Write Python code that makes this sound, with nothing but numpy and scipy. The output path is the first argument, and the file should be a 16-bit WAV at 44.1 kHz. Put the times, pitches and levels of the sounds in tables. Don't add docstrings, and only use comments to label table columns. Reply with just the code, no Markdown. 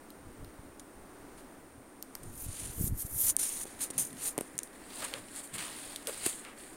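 import sys
import numpy as np
from scipy import signal
from scipy.fft import rfft, irfft, next_fast_len
from scipy.io import wavfile
from scipy.ndimage import uniform_filter1d, map_coordinates

SR = 44100
rng = np.random.default_rng(int(sys.argv[2]) if len(sys.argv) > 2 else 0)


def wav_out(sig):
    wavfile.write(sys.argv[1], SR, np.round(np.clip(np.atleast_2d(sig).T, -1, 1) * 32767).astype(np.int16))


N = 298116
T = np.arange(N) / SR


def amp(db):
    return 10 ** (np.asarray(db) / 20)


def unit(x):
    return x / np.sqrt(np.mean(x ** 2) + 1e-20)


def wobble(knots_per_s):
    return map_coordinates(rng.standard_normal(int(N * knots_per_s / SR) + 4), [T * knots_per_s])


def filtered(x, response):
    size = next_fast_len(len(x) + 8192)
    return irfft(rfft(x, size) * response(np.fft.rfftfreq(size, 1 / SR)), size)[:len(x)]


def coloured(x, spectrum):
    points_hz, gain_db = np.transpose(spectrum)
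    return unit(filtered(x, lambda f: amp(np.interp(np.log(f + 1), np.log(points_hz), gain_db))))


def resonance(f, centre_hz, width_hz):
    return 1j * f * width_hz / (centre_hz ** 2 - f ** 2 + 1j * f * width_hz)


def noise_band(centre_hz, width_hz, stages=2, samples=N):
    noise = rng.standard_normal(samples)
    return unit(filtered(noise, lambda f: resonance(f, centre_hz, width_hz) ** stages))


def swell(full_s, rise_s, hold_s, fall_s):
    depth_db = 18.5
    before = np.maximum(full_s - T, 0) / rise_s
    after = np.maximum(T - full_s - hold_s, 0) / fall_s
    return np.where(before + after < 4, amp(-depth_db * (before ** 0.94 + after ** 0.93)), 0)


def add(track, start_s, sound):
    i = max(round(start_s * SR), 0)
    track[i:i + len(sound)] += sound[:N - i]


def room():
    # frequency_hz, gain_db
    ambient = [(20, -3.5), (76, -11.5), (140, -11.5), (200, -5.5), (290, 0), (450, -6), (750, -9.5),
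               (1400, -13.5), (2200, -20), (2900, -26), (5000, -29), (7500, -28), (12500, -30.5),
               (16000, -28.5)]
    wash = amp(-53.5 + 1.28 * wobble(4.816)) * coloured(rng.standard_normal(N), ambient)
    drone = amp(-62.5) * noise_band(centre_hz=283.5, width_hz=66)
    port = amp(-66.5) * noise_band(centre_hz=9020, width_hz=1200)
    midrange_db = np.interp(T, [2.2, 3.6], [-80, -63])
    midrange = amp(midrange_db) * noise_band(centre_hz=1870, width_hz=1200, stages=3)
    return wash + drone + port + midrange


def air():
    # full_s, rise_s, hold_s, fall_s, level_db
    gusts = [(0.198, .2, 0.55, 0.64, -59), (1.023, 0.044, 0.26, 0.7, -62.5),
             (2.258, 0.09, 0.043, 0.16, -47), (2.47, 0.052, 0.24, .1, -45),
             (2.803, 0.068, 0.13, 0.05, -38.5), (3.033, .03, .12, 0.61, -53)]
    # frequency_hz, gain_db
    rumble = [(15, 6), (30, 1.5), (50, 1.5), (105, 1.5), (185, -9.5), (300, -17.5), (600, -73), (1500, -85)]
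    # peak_s, peak_db, pitch_hz
    puffs = [(0.595, -39, 80), (1.036, -51, 70), (1.23, -50, 70), (2.268, -51, 93.4), (2.701, -35.5, 69.4),
             (2.801, -28, 104), (2.812, -20.5, 125), (2.843, -21.5, 75), (2.87, -30.5, 173),
             (2.908, -26.5, 90), (2.924, -23.5, 86), (3.051, -30, 73.6), (3.162, -37, 110)]
    strength = sum(amp(level_db) * swell(*timing) for *timing, level_db in gusts)
    flutter = amp(5.5 * wobble(knots_per_s=14))
    out = strength * flutter * coloured(rng.standard_normal(N), rumble)
    for peak_s, peak_db, pitch_hz in puffs:
        phase = 2 * np.pi * pitch_hz * (T - peak_s)
        out += amp(peak_db) * (1 - phase ** 2 / 2) / (1 + phase ** 2 / 2) ** 2
    return out


def ticks():
    # start_s, level_db, ring_hz, body_hz, body_db, crackle_db
    snaps = [ (0.104, -39, 12900, 4500, -6, -1), (0.446, -43.5, 12500, 4540, -2.5, -3),
             (0.7966, -33.5, 7150, 3300, -20, -17), (2.026, -26.5, 11900, 5600, -9, -20),
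             (2.1525, -26, 11600, 5240, -10, -13), (2.2334, -39.5, 12000, 3300, -13, -13),
             (3.3664, -9, 8800, 3300, -30, -36), (3.6542, -35.5, 9290, 3500, -13, -7),
             (3.903, -30.5, 8810, 3500, -11, -9), (3.9802, -16, 10000, 3550, -21, 5),
             (4.1296, -33.5, 9010, 3500, -12, -2), (4.3793, -18, 8900, 2500, -15.5, -22),
             (4.3872, -29, 10500, 2000, -2, -14), (4.4092, -22, 8500, 2500, -14, -3),
             (4.58, -22.5, 7700, 6840, -32, -34), (4.5898, -16, 7000, 1860, -18, -24),
             (4.602, -40, 7500, 3000, -5, -9), (4.6322, -24.5, 9600, 6500, -15, 8),
             (5.1388, -29.5, 8900, 3040, 7, -18), (5.285, -51, 8970, 2860, 8.5, -15),
             (5.3613, -29, 8800, 4000, -15, -30), (5.5831, -30.5, 8710, 3600, 0.5, -3),
             (5.9604, -25.5, 9400, 4020, -2.5, 5), (6.0714, -21, 10200, 3240, -5, 3),
             (6.2636, -12, 9400, 3000, -13, -12), (6.4497, -41, 9220, 2840, 5, 8), ]
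    strays = [(rng.uniform(3.7, 6.4), rng.uniform(-48, -42), 9000, 3500, -5, -12) for _ in range(24)]
    out, t = np.zeros(N), np.arange(4096) / SR
    for start_s, level_db, ring_hz, body_hz, body_db, crackle_db in snaps + strays:
        decay = amp(-60 * t / 0.0083) + amp(-24 - 60 * t / 0.21)
        snap = (t == 0) + amp(crackle_db) * decay * rng.standard_normal(len(t))

        def ring_response(f):
            modes = resonance(f, ring_hz, 1500) + 1.5 * resonance(f, 9050, 780)
            highpass = (1j * f / (4600 + 1j * f)) ** 2
            return modes * highpass / (1 + (f / (1.68 * ring_hz)) ** 10)

        ring = unit(filtered(snap, ring_response))
        body = unit(filtered(snap, lambda f: -resonance(f, body_hz, 1700) * resonance(f, 2000, 6000)))
        add(out, start_s, amp(level_db - 26) * ring + amp(level_db + body_db - 24) * body)
    return out


def wandering_contact(x, depth_db):
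    spectrogram = signal.stft(x, nperseg=512)[2]
    patches = uniform_filter1d(rng.standard_normal(spectrogram.shape), 6, axis=0)
    patches = uniform_filter1d(patches, 12, axis=1)
    return signal.istft(spectrogram * amp(depth_db * unit(patches)), nperseg=512)[1][:N]


def friction(spectrum, slips_per_s, grain_db, flutter_db):
    slips = (rng.random(N) < slips_per_s / SR) * rng.standard_normal(N)
    grains = rng.standard_normal(N) + amp(grain_db) * unit(slips)
    grains *= amp(flutter_db * wobble(knots_per_s=130))
    return coloured(wandering_contact(grains, depth_db=1.17), spectrum)


def strokes():
    # full_s, rise_s, hold_s, fall_s, level_db, pressure (0 to 1)
    slides = [ (0.799, 0.0026, 0.0041, 0.0058, -52, 0.75), (1.379, 0.014, 0.015, .04, -57, 0.8),
              (2.231, .002, 0.01, 0.039, -56, 0.65), (2.407, 0.1, 0.045, 0.032, -50.5, 0.09),
              (2.582, 0.33, 0.073, 0.23, -44.5, 0.73), (2.829, 0.11, 0.05, 0.026, -42, 0.09),
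              (3.0, 0.053, 0.023, 0.028, -42, 0.12), (3.06, 0.024, 0.0093, 0.012, -47.5, 0.22),
              (3.197, 0.11, 0.061, 0.049, -38, 0), (3.281, 0.08, 0.025, 0.016, -28, 0.36),
              (3.395, 0.013, 0.054, 0.13, -33, 0.52), (3.49, 0.056, 0.15, 0.006, -42, 0.56),
              (3.668, 0.022, 0.016, 0.21, -51, 0.82), (3.812, 0.021, 0.029, 0.037, -35, 0.6),
              (3.905, 0.0033, 0.0053, 0.0053, -41.5, 0.7), (3.933, .01, 0.046, 0.022, -55.5, 0.91),
              (3.98, .002, 0.022, 0.078, -31.5, 0.46), (4.203, 0.08, .03, .05, -45.5, 0.78),
              (4.255, 0.05, 0.028, 0.041, -33.5, 0.53), (4.406, 0.022, .04, 0.41, -58, 0.77),
              (4.73, .005, 0.0089, 0.15, -57, 0.87), (4.991, 0.17, 0.047, 0.26, -44.5, 0.93),
              (5.043, 0.0081, 0.0052, 0.019, -35.5, 0.7), (5.162, .02, 0.026, 0.081, -53, 0.84),
              (5.37, 0.12, 0.022, 0.062, -44.5, 0.81), (5.437, .012, .01, 0.1, -46.5, 0.64),
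              (5.541, 0.014, 0.016, 0.032, -40, 0.82), (5.58, 0.0054, 0.032, 0.34, -43.5, 1),
              (5.775, .12, 0.14, 0.24, -49.5, 0.91), (6.073, 0.0045, 0.017, 0.089, -40.5, 0.66),
              (6.13, 0.12, 0.12, .1, -48, 1), (6.262, .06, 0.009, 0.041, -32.5, 0.84),
              (6.284, .03, .01, 0.15, -38, 0.78), (6.58, 0.029, 0.026, 0.64, -53, 0.83), ]
    # frequency_hz, gain_db
    hiss_spectrum = [(1500, -60), (3000, -24), (4800, -20.5), (5800, -13.5), (6700, -7.5), (7900, -8),
                     (8700, -4), (9300, 3), (10200, -6.5), (11500, -12.5), (16000, -44)]
    rustle_spectrum = [(1500, -24), (3200, -36.5), (4400, -23.5), (5400, -33.5), (6500, -5.5), (7600, 0),
                       (8500, 3.5), (9300, 6.5), (10200, -2), (12000, -14), (16000, -52)]
    skim_spectrum = [(5000, -23), (6500, -14.5), (8500, -9), (10300, -1), (11500, 3.5), (13200, 0.5),
                     (14500, -1.5), (16000, -10)]
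    scrape_spectrum = [(100, -2.5), (300, -9.5), (600, -0.5), (1300, -2), (2300, -1), (3300, -1),
                       (4500, -0.5), (5300, -6.5), (7500, -11.5)]
    swing_s = 4.5
    power = np.zeros((3, N))
    for *timing, level_db, pressure in slides:
        skim_db, scrape_db = 8 - 27.5 * pressure, -27.5 + 28.5 * pressure
        mix = amp([[0], [skim_db], [scrape_db]])
        power += (amp(level_db) * mix * swell(*timing)) ** 2
    uneven_speed = amp(-0.3 * wobble(knots_per_s=38))
    hiss_gain, skim_gain, scrape_gain = np.sqrt(power) * uneven_speed
    hiss = amp(1) * friction(hiss_spectrum, slips_per_s=1900, grain_db=-1.5, flutter_db=1.7)
    rustle = friction(rustle_spectrum, slips_per_s=1500, grain_db=-4, flutter_db=1.5)
    skim = amp(-0.8) * friction(skim_spectrum, slips_per_s=2800, grain_db=-7, flutter_db=1)
    scrape = amp(-1.25) * friction(scrape_spectrum, slips_per_s=300, grain_db=-5.5, flutter_db=-1.4)
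    return hiss_gain * np.where(T < swing_s, hiss, rustle) + skim_gain * skim + scrape_gain * scrape


def knocks():
    # start_s, peak_db, nominal_pitch_hz
    impacts = [(2.1543, -34.5, 1500), (3.654, -34.5, 460), (3.904, -32.5, 450), (4.3801, -21, 490),
               (4.387, -24, 430), (4.4103, -25, 460), (6.2639, -23.5, 348), (6.2667, -28, 380)]
    out, t = np.zeros(N), np.arange(2048) / SR
    for start_s, peak_db, nominal_pitch_hz in impacts:
        cycles = nominal_pitch_hz * t
        phase = 2 * np.pi * 1.28 * np.log1p(cycles / 0.97)
        push = np.sin(phase) * cycles * np.exp(-cycles / 0.3)
        add(out, start_s, amp(peak_db) * push / np.abs(push).max())
    return signal.sosfilt(signal.butter(2, 70, "highpass", fs=SR, output="sos"), out)


def paws():
    # full_s, rise_s, hold_s, fall_s, level_db
    steps = [(2.793, 0.037, 0.088, .04, -47.5), (3.975, 0.049, 0.029, 0.053, -46),
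             (4.113, 0.028, 0.052, 0.088, -51.5), (4.55, 0.0087, 0.0071, .05, -48.5),
             (5.149, .02, 0.058, 0.083, -54.5), (5.541, .05, 0.021, 0.083, -48.5)]
    # frequency_hz, gain_db
    pad_spectrum = [(50, -22), (110, -3), (170, 0), (260, -3), (500, -15), (900, -33), (2000, -55)]
    strength = sum(amp(level_db) * swell(*timing) for *timing, level_db in steps)
    return strength * friction(pad_spectrum, slips_per_s=90, grain_db=-9, flutter_db=-0.5)


def scuffs():
    # middle_s, level_db, length_s, tilt_db_per_octave
    slides = [(5.027, -40, 0.011, -1.5), (5.047, -42.5, 0.034, 4.5), (5.152, -47.5, 0.067, -2.5),
              (5.62, -50.5, 0.14, 9), (6.09, -40.5, 0.025, -6), (6.267, -50, .012, 2),
              (6.482, -51, 0.072, 4.5)]
    # centre_hz, width_hz, gain_db
    modes = [(517, 203, -1.5), (1180, 620, -2.5), (1560, 2100, 1.5), (3000, 830, -12.5)]
    out, t = np.zeros(N), np.arange(-SR // 8, SR // 8) / SR
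    for middle_s, level_db, length_s, tilt_db_per_octave in slides:
        ring = np.zeros(len(t))
        for centre_hz, width_hz, gain_db in modes:
            gain = amp(gain_db + tilt_db_per_octave * np.log2(centre_hz))
            ring += gain * noise_band(centre_hz, width_hz, samples=len(t))
        envelope = np.exp(-2 * (t / length_s) ** 2)
        add(out, middle_s + t[0], amp(level_db) * envelope * unit(ring))
    return out


def scene():
    return (room() + air() + ticks() + strokes() + knocks() + paws() + scuffs())[None]


def record(dry):
    cutoff_hz = 15900
    return np.array([filtered(x, lambda f: 1 / (1 + (f / cutoff_hz) ** 200)) for x in dry])


dry = scene()
out = record(dry)
wav_out(out)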